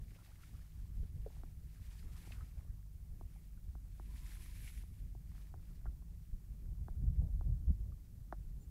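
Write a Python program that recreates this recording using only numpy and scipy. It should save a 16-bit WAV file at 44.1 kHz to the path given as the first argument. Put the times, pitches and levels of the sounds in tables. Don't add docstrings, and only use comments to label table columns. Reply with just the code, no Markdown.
import sys
import numpy as np
from scipy import signal
from scipy.fft import rfft, irfft, next_fast_len
from scipy.io import wavfile
from scipy.ndimage import uniform_filter1d, map_coordinates

SR = 44100
rng = np.random.default_rng(int(sys.argv[2]) if len(sys.argv) > 2 else 0)


def transcribe(u):
    v = np.clip(np.atleast_2d(u).T, -1, 1)
    q = np.round(v * 32767).astype(np.int16)
    wavfile.write(sys.argv[1], SR, q)


N = 383669
TOP_HZ = 15700

# f/Hz, level/dB
ENGINE_TONES = [(49.3, -55.5), (100, -68.5), (150.5, -71), (168, -70.5)]
# t/s, level/dB
BREEZE_LEVELS = [(0, -43.5), (.12, -51), (.18, -57), (.42, -58.5), (.54, -45), (.7, -56), (.85, -46.5),
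                 (1.6, -50.5), (2.4, -49), (2.88, -53.5), (3.12, -47), (3.5, -50), (4.9, -49.5),
                 (6.05, -49), (6.3, -50.5), (7.5, -44.5), (8.15, -51), (8.7, -46.5)]
# peak t/s, level/dB, half-length/s
GUST_PEAKS = [(1.018, -36.5, 0.042), (1.162, -39, 0.03), (4.663, -44.5, 0.041), (5.859, -42.5, .035),
              (6.686, -42, 0.057), (6.823, -34.5, 0.046), (7.057, -33, 0.098), (7.24, -25, 0.049),
              (7.362, -36, .06), (7.501, -31.5, 0.065), (7.707, -30, 0.032), (7.86, -38, 0.064),
              (8.416, -39, 0.038), (8.611, -43.5, 0.047)]
# t/s, peak level/dB, f/Hz
AIR_THUMPS = [(7.035, -38.5, 175), (7.704, -34.5, 168)]
# crest t/s, rise/s, fall/s, wash/dB, fizz/dB, lapping/dB
WATER_SWELLS = [(.22, .25, 0.3, -75.5, -85, -77.5), (.46, 0.3, 0.44, -74.5, -86, -78),
                (1.02, 0.061, .1, -80, -89, -89), (1.38, 0.22, 0.16, -77, -83, -78),
                (1.96, 0.22, 0.18, -70, -79, -84), (2.27, 0.22, 0.21, -68.5, -73, -69.5),
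                (2.6, 0.12, 0.13, -91.5, -95, -75.5), (3.38, 0.24, 0.18, -84, -78.5, -83.5),
                (4.31, 0.22, 0.23, -67.5, -68.5, -77), (4.44, 0.027, 0.068, -68, -67, -78),
                (4.66, 0.15, 0.12, -66.5, -63.7, -96), (4.78, 0.017, 0.05, -71, -71, -94),
                (4.98, 0.046, 0.12, -79.5, -82, -97), (5.38, 0.088, 0.13, -73.5, -82, -75.5),
                (5.65, 0.057, 0.27, -80, -87.5, -81.5), (6.28, 0.13, .08, -83.5, -93, -92),
                (6.6, 0.1, 0.09, -88, -95, -80.5)]
# t/s, peak level/dB
ICE_SNAPS = [(0.107, -61.5), (0.163, -65), (0.263, -63), (0.435, -67), (2.321, -44), (2.331, -72),
             (4.645, -56), (4.676, -50), (4.776, -57), (7.218, -73)]
# t/s, f/Hz, peak level/dB, time to fade by 60 dB/s
AIR_POCKETS = [(0.433, 1320, -59.5, .025), (1.030, 421, -59, .07), (1.2625, 433, -44, 0.054),
               (1.2628, 545, -50.5, 0.048), (1.2632, 713, -60, 0.064), (1.2624, 1230, -76, 0.035),
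               (2.026, 1320, -68, 0.026), (2.405, 1270, -60, 0.096), (2.572, 630, -67.5, 0.025),
               (2.675, 1220, -72, .04), (3.360, 745, -64.5, 0.023), (3.575, 1430, -71, 0.026),
               (5.862, 1370, -58, 0.047), (7.920, 1220, -67, .035)]
# f/Hz, width/Hz, level/dB
FLOE_TONES = [(239, 96, 7.5), (338, 69, 7.5), (710, 200, 14), (1065, 170, -5.5), (1530, 360, -4),
              (3380, 600, -14), (5450, 1400, -14)]
# t/s, peak level/dB, treble cut-off f/Hz, boost of the low tones/dB
FLOE_KNOCKS = [(1.4320, -50, 1500, 10.5), (2.271, -55, 970, 6), (3.2083, -48, 1230, 10),
               (3.7500, -53.5, 1430, 8), (3.995, -48, 1510, 8.5), (4.834, -61, 1480, 12),
               (5.1473, -53, 940, 9), (5.538, -49.5, 1520, 6.5), (5.8538, -49, 1600, 6),
               (6.020, -65, 1400, 4), (6.881, -45.5, 1500, 7), (7.4079, -47.5, 1400, 8),
               (8.323, -34.5, 1610, 0.5)]

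# f/Hz, relative level/dB
BREEZE_SPECTRUM = [(12, -13.5), (25, 1.5), (45, 2), (70, -0.5), (110, -8.5), (165, -16), (205, -21),
                   (280, -29), (450, -39.5), (800, -48), (1500, -70), (4000, -100)]
GUST_SPECTRUM = [(12, -22), (25, -7.5), (45, 1.5), (70, -1), (115, -10), (170, -19), (220, -33.5),
                 (300, -42.5), (450, -47.5), (750, -53.5), (1200, -76.5), (3000, -100)]
LAP_SPECTRUM = [(100, -10), (300, 12.5), (500, -1), (800, 0), (1300, 2), (2200, -9.5), (3500, -30),
                (8000, -35)]
RUB_SPECTRUM = [(500, -50), (880, -19), (1000, 8), (1120, -9), (1800, -50)]
WASH_SPECTRUM = [(300, -41), (750, -5.5), (980, -7.5), (1250, -10), (1700, 0.5), (2300, -1), (3200, -3.5),
                 (5000, -3), (6200, -5), (8000, -5), (10000, -6), (13500, -6.5), (16000, -17.5)]
FIZZ_SPECTRUM = [(1000, -31), (1600, -8), (2200, 5), (3100, -3.5), (4500, -8.5), (7500, -4.5), (9000, -3),
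                 (9700, 2), (11800, 1), (13000, -6), (16000, -14)]
SNAP_SPECTRUM = [(500, -38), (1400, -4), (2200, 9), (3800, -4), (5500, -14), (9000, -42), (16000, -20)]
HISS_SPECTRUM = [(100, -0.8), (1000, -0.7), (3000, -3.5), (6000, 0.45), (9000, 1), (12000, 2), (14500, 5),
                 (16000, 0)]


def amp(db):
    return 10 ** (np.asarray(db) / 20)


def unit(x):
    return x / np.sqrt(np.mean(x ** 2) + 1e-20)


def together_db(gains):
    return 10 * np.log10(sum(g ** 2 for g in gains))


def wobble(rate):
    return map_coordinates(rng.standard_normal(int(N * rate / SR) + 4), [np.arange(N) * rate / SR])


def hump(s, rise_s, fall_s, shape=2):
    t = np.arange(N) / SR - s
    return np.exp(-np.abs(t / np.where(t < 0, rise_s, fall_s)) ** shape)


def swelling(levels_db, calm_db):
    swells = [amp(db) * hump(s, rise, fall, shape=1.02)
              for (s, rise, fall, *_), db in zip(WATER_SWELLS, levels_db)]
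    return together_db([amp(calm_db)] + swells)


def filtered(x, response):
    size = next_fast_len(len(x) + 8192)
    return irfft(rfft(x, size) * response(np.fft.rfftfreq(size, 1 / SR)), size)[:len(x)]


def coloured(x, spectrum):
    hz, db = np.transpose(spectrum)
    return filtered(x, lambda f: amp(np.interp(np.log(f + 1), np.log(hz), db)))


def rush(spectrum, patchy_db):
    cells = signal.stft(rng.standard_normal(N), nperseg=512)[2]
    patches = uniform_filter1d(rng.standard_normal(cells.shape), size=5, axis=0)
    patches = uniform_filter1d(patches, size=7, axis=1)
    noise = signal.istft(cells * amp(patchy_db * unit(patches)))[1][:N]
    return unit(coloured(noise, spectrum))


def grains(per_s, pitch_hz, spread, cycles, scatter_db=5.5):
    count = int(per_s * N / SR)
    t = np.arange(SR // 50) / SR
    start = rng.integers(0, N, (count, 1))
    hz = np.minimum(pitch_hz * np.exp(spread * rng.standard_normal((count, 1))), TOP_HZ)
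    size = amp(scatter_db * np.minimum(rng.exponential(size=(count, 1)), 4))
    pings = size * np.sin(2 * np.pi * hz * t) * np.exp(-hz * t / cycles)
    positions = start + np.arange(len(t))
    return unit(np.bincount(positions.ravel(), pings.ravel(), N)[:N])


def add(track, s, sound, peak_db):
    part = track[round(s * SR):][:len(sound)]
    part += amp(peak_db) * sound[:len(part)] / np.abs(sound).max()


def engine():
    t = np.arange(N) / SR
    tones = [amp(db + 3.1 * wobble(3.8)) * np.sin(2 * np.pi * hz * t + 0.83 * wobble(3))
             for hz, db in ENGINE_TONES]
    return np.sqrt(2) * sum(tones)


def wind(gusty_above_db=-42, blend_db=3, flutter_db=1.63):
    t = np.arange(N) / SR
    breeze = amp(np.interp(t, *np.transpose(BREEZE_LEVELS)))
    gusts = [amp(db) * hump(s, half, half) for s, db, half in GUST_PEAKS]
    level_db = together_db([breeze] + gusts)
    gusty = 0.5 + 0.5 * np.tanh((level_db - gusty_above_db) / blend_db)
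    light = np.sqrt(1 - gusty) * rush(BREEZE_SPECTRUM, patchy_db=2)
    strong = np.sqrt(gusty) * rush(GUST_SPECTRUM, patchy_db=2.5)
    track = amp(level_db + flutter_db * wobble(16)) * (light + strong)
    age = t[:SR // 10]
    for s, db, hz in AIR_THUMPS:
        thump = np.sin(2 * np.pi * hz * age) * age * np.exp(-hz * age / 0.58)
        add(track, s, thump, db)
    return track


def bird(s=8.595, length_s=0.063, pitch_hz=7000, arch_hz=170, peak_db=-74):
    track = np.zeros(N)
    arch = np.sin(np.linspace(0, np.pi, int(length_s * SR)))
    hz = pitch_hz + arch_hz * arch + 40 * wobble(340)[:len(arch)]
    add(track, s, arch * np.sin(2 * np.pi * np.cumsum(hz) / SR), peak_db)
    return track


def floe_rub(s=4.2, level_db=-77):
    return amp(level_db) * hump(s, rise_s=0.065, fall_s=0.25) * rush(RUB_SPECTRUM, patchy_db=6)


def ripples():
    *_, lap_db = np.transpose(WATER_SWELLS)
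    patter = grains(per_s=220, pitch_hz=1215, spread=0.5, cycles=1.4)
    lapping = rush(LAP_SPECTRUM, patchy_db=4.5) + amp(-4.5) * patter
    return amp(swelling(lap_db, calm_db=-87.5)) * lapping


def slush():
    *_, wash_db, fizz_db, _ = np.transpose(WATER_SWELLS)
    pings = grains(per_s=1000, pitch_hz=3900, spread=0.6, cycles=1.7)
    crackle = unit(coloured(pings, WASH_SPECTRUM))
    wash_gain = amp(swelling(wash_db, calm_db=-87.5) + 2.08 * wobble(45))
    wash = wash_gain * (rush(WASH_SPECTRUM, patchy_db=0) + amp(-7) * crackle)
    fizz_gain = amp(swelling(fizz_db, calm_db=-100) + 0.8 * wobble(40))
    fizz = fizz_gain * rush(FIZZ_SPECTRUM, patchy_db=2.5)
    return amp(0.3 * wobble(9.2)) * (wash + fizz)


def snaps(fade_s=0.036):
    track, t = np.zeros(N), np.arange(SR // 20) / SR
    for s, db in ICE_SNAPS:
        burst = rng.standard_normal(len(t)) * amp(-60 * t / fade_s)
        add(track, s, coloured(burst, SNAP_SPECTRUM), db)
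    return track


def plops(attack_s=0.0013):
    track, t = np.zeros(N), np.arange(SR // 8) / SR
    soft_start = 1 - np.exp(-t / attack_s)
    for s, hz, db, fade_s in AIR_POCKETS:
        splash = np.interp(t * hz / 2, np.arange(200), rng.standard_normal(200))
        phase = 2 * np.pi * hz * (t + 0.3 * t ** 2) + splash
        add(track, s, np.sin(phase) * amp(-60 * t / fade_s) * soft_start, db)
    return track


def floe_response(f, boost_db, boost_below_hz=500, delay_s=0.00264, delay_at_hz=1000):
    tones = sum(amp(db + boost_db * (hz < boost_below_hz))
                * 1j * f * width / (hz * hz - f * f + 1j * f * width)
                for hz, width, db in FLOE_TONES)
    travel = np.exp(-4j * np.pi * delay_s * np.sqrt(delay_at_hz * f))
    return tones * travel


def knocks(tick_hz=(3000, 5970), tick_db=-22, jostle_db=-35, jostle_fade_s=0.055):
    track, t = np.zeros(N), np.arange(SR // 10) / SR
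    blow = signal.unit_impulse(len(t))
    tick_band = signal.butter(3, tick_hz, 'bandpass', fs=SR, output='sos')
    for s, db, cutoff_hz, boost_db in FLOE_KNOCKS:
        ring = filtered(blow, lambda f: floe_response(f, boost_db))
        jostle = rng.standard_normal(len(t)) * amp(jostle_db - 60 * t / jostle_fade_s)
        knock = signal.fftconvolve(ring, blow + jostle)[:len(t)]
        soft_contact = signal.butter(7, cutoff_hz, fs=SR, output='sos')
        thud = signal.sosfilt(soft_contact, knock)
        tick = amp(tick_db) * signal.sosfilt(tick_band, knock)
        add(track, s, thud + tick, db)
    return track


def scene():
    mix = wind() + engine() + slush() + ripples() + floe_rub() + knocks() + plops() + snaps() + bird()
    return mix[None]


def record(dry):
    hiss = amp(-76) * unit(coloured(rng.standard_normal(N), HISS_SPECTRUM))
    return filtered(dry[0] + hiss, lambda f: f < TOP_HZ)[None]


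dry = scene()
out = record(dry)
transcribe(out)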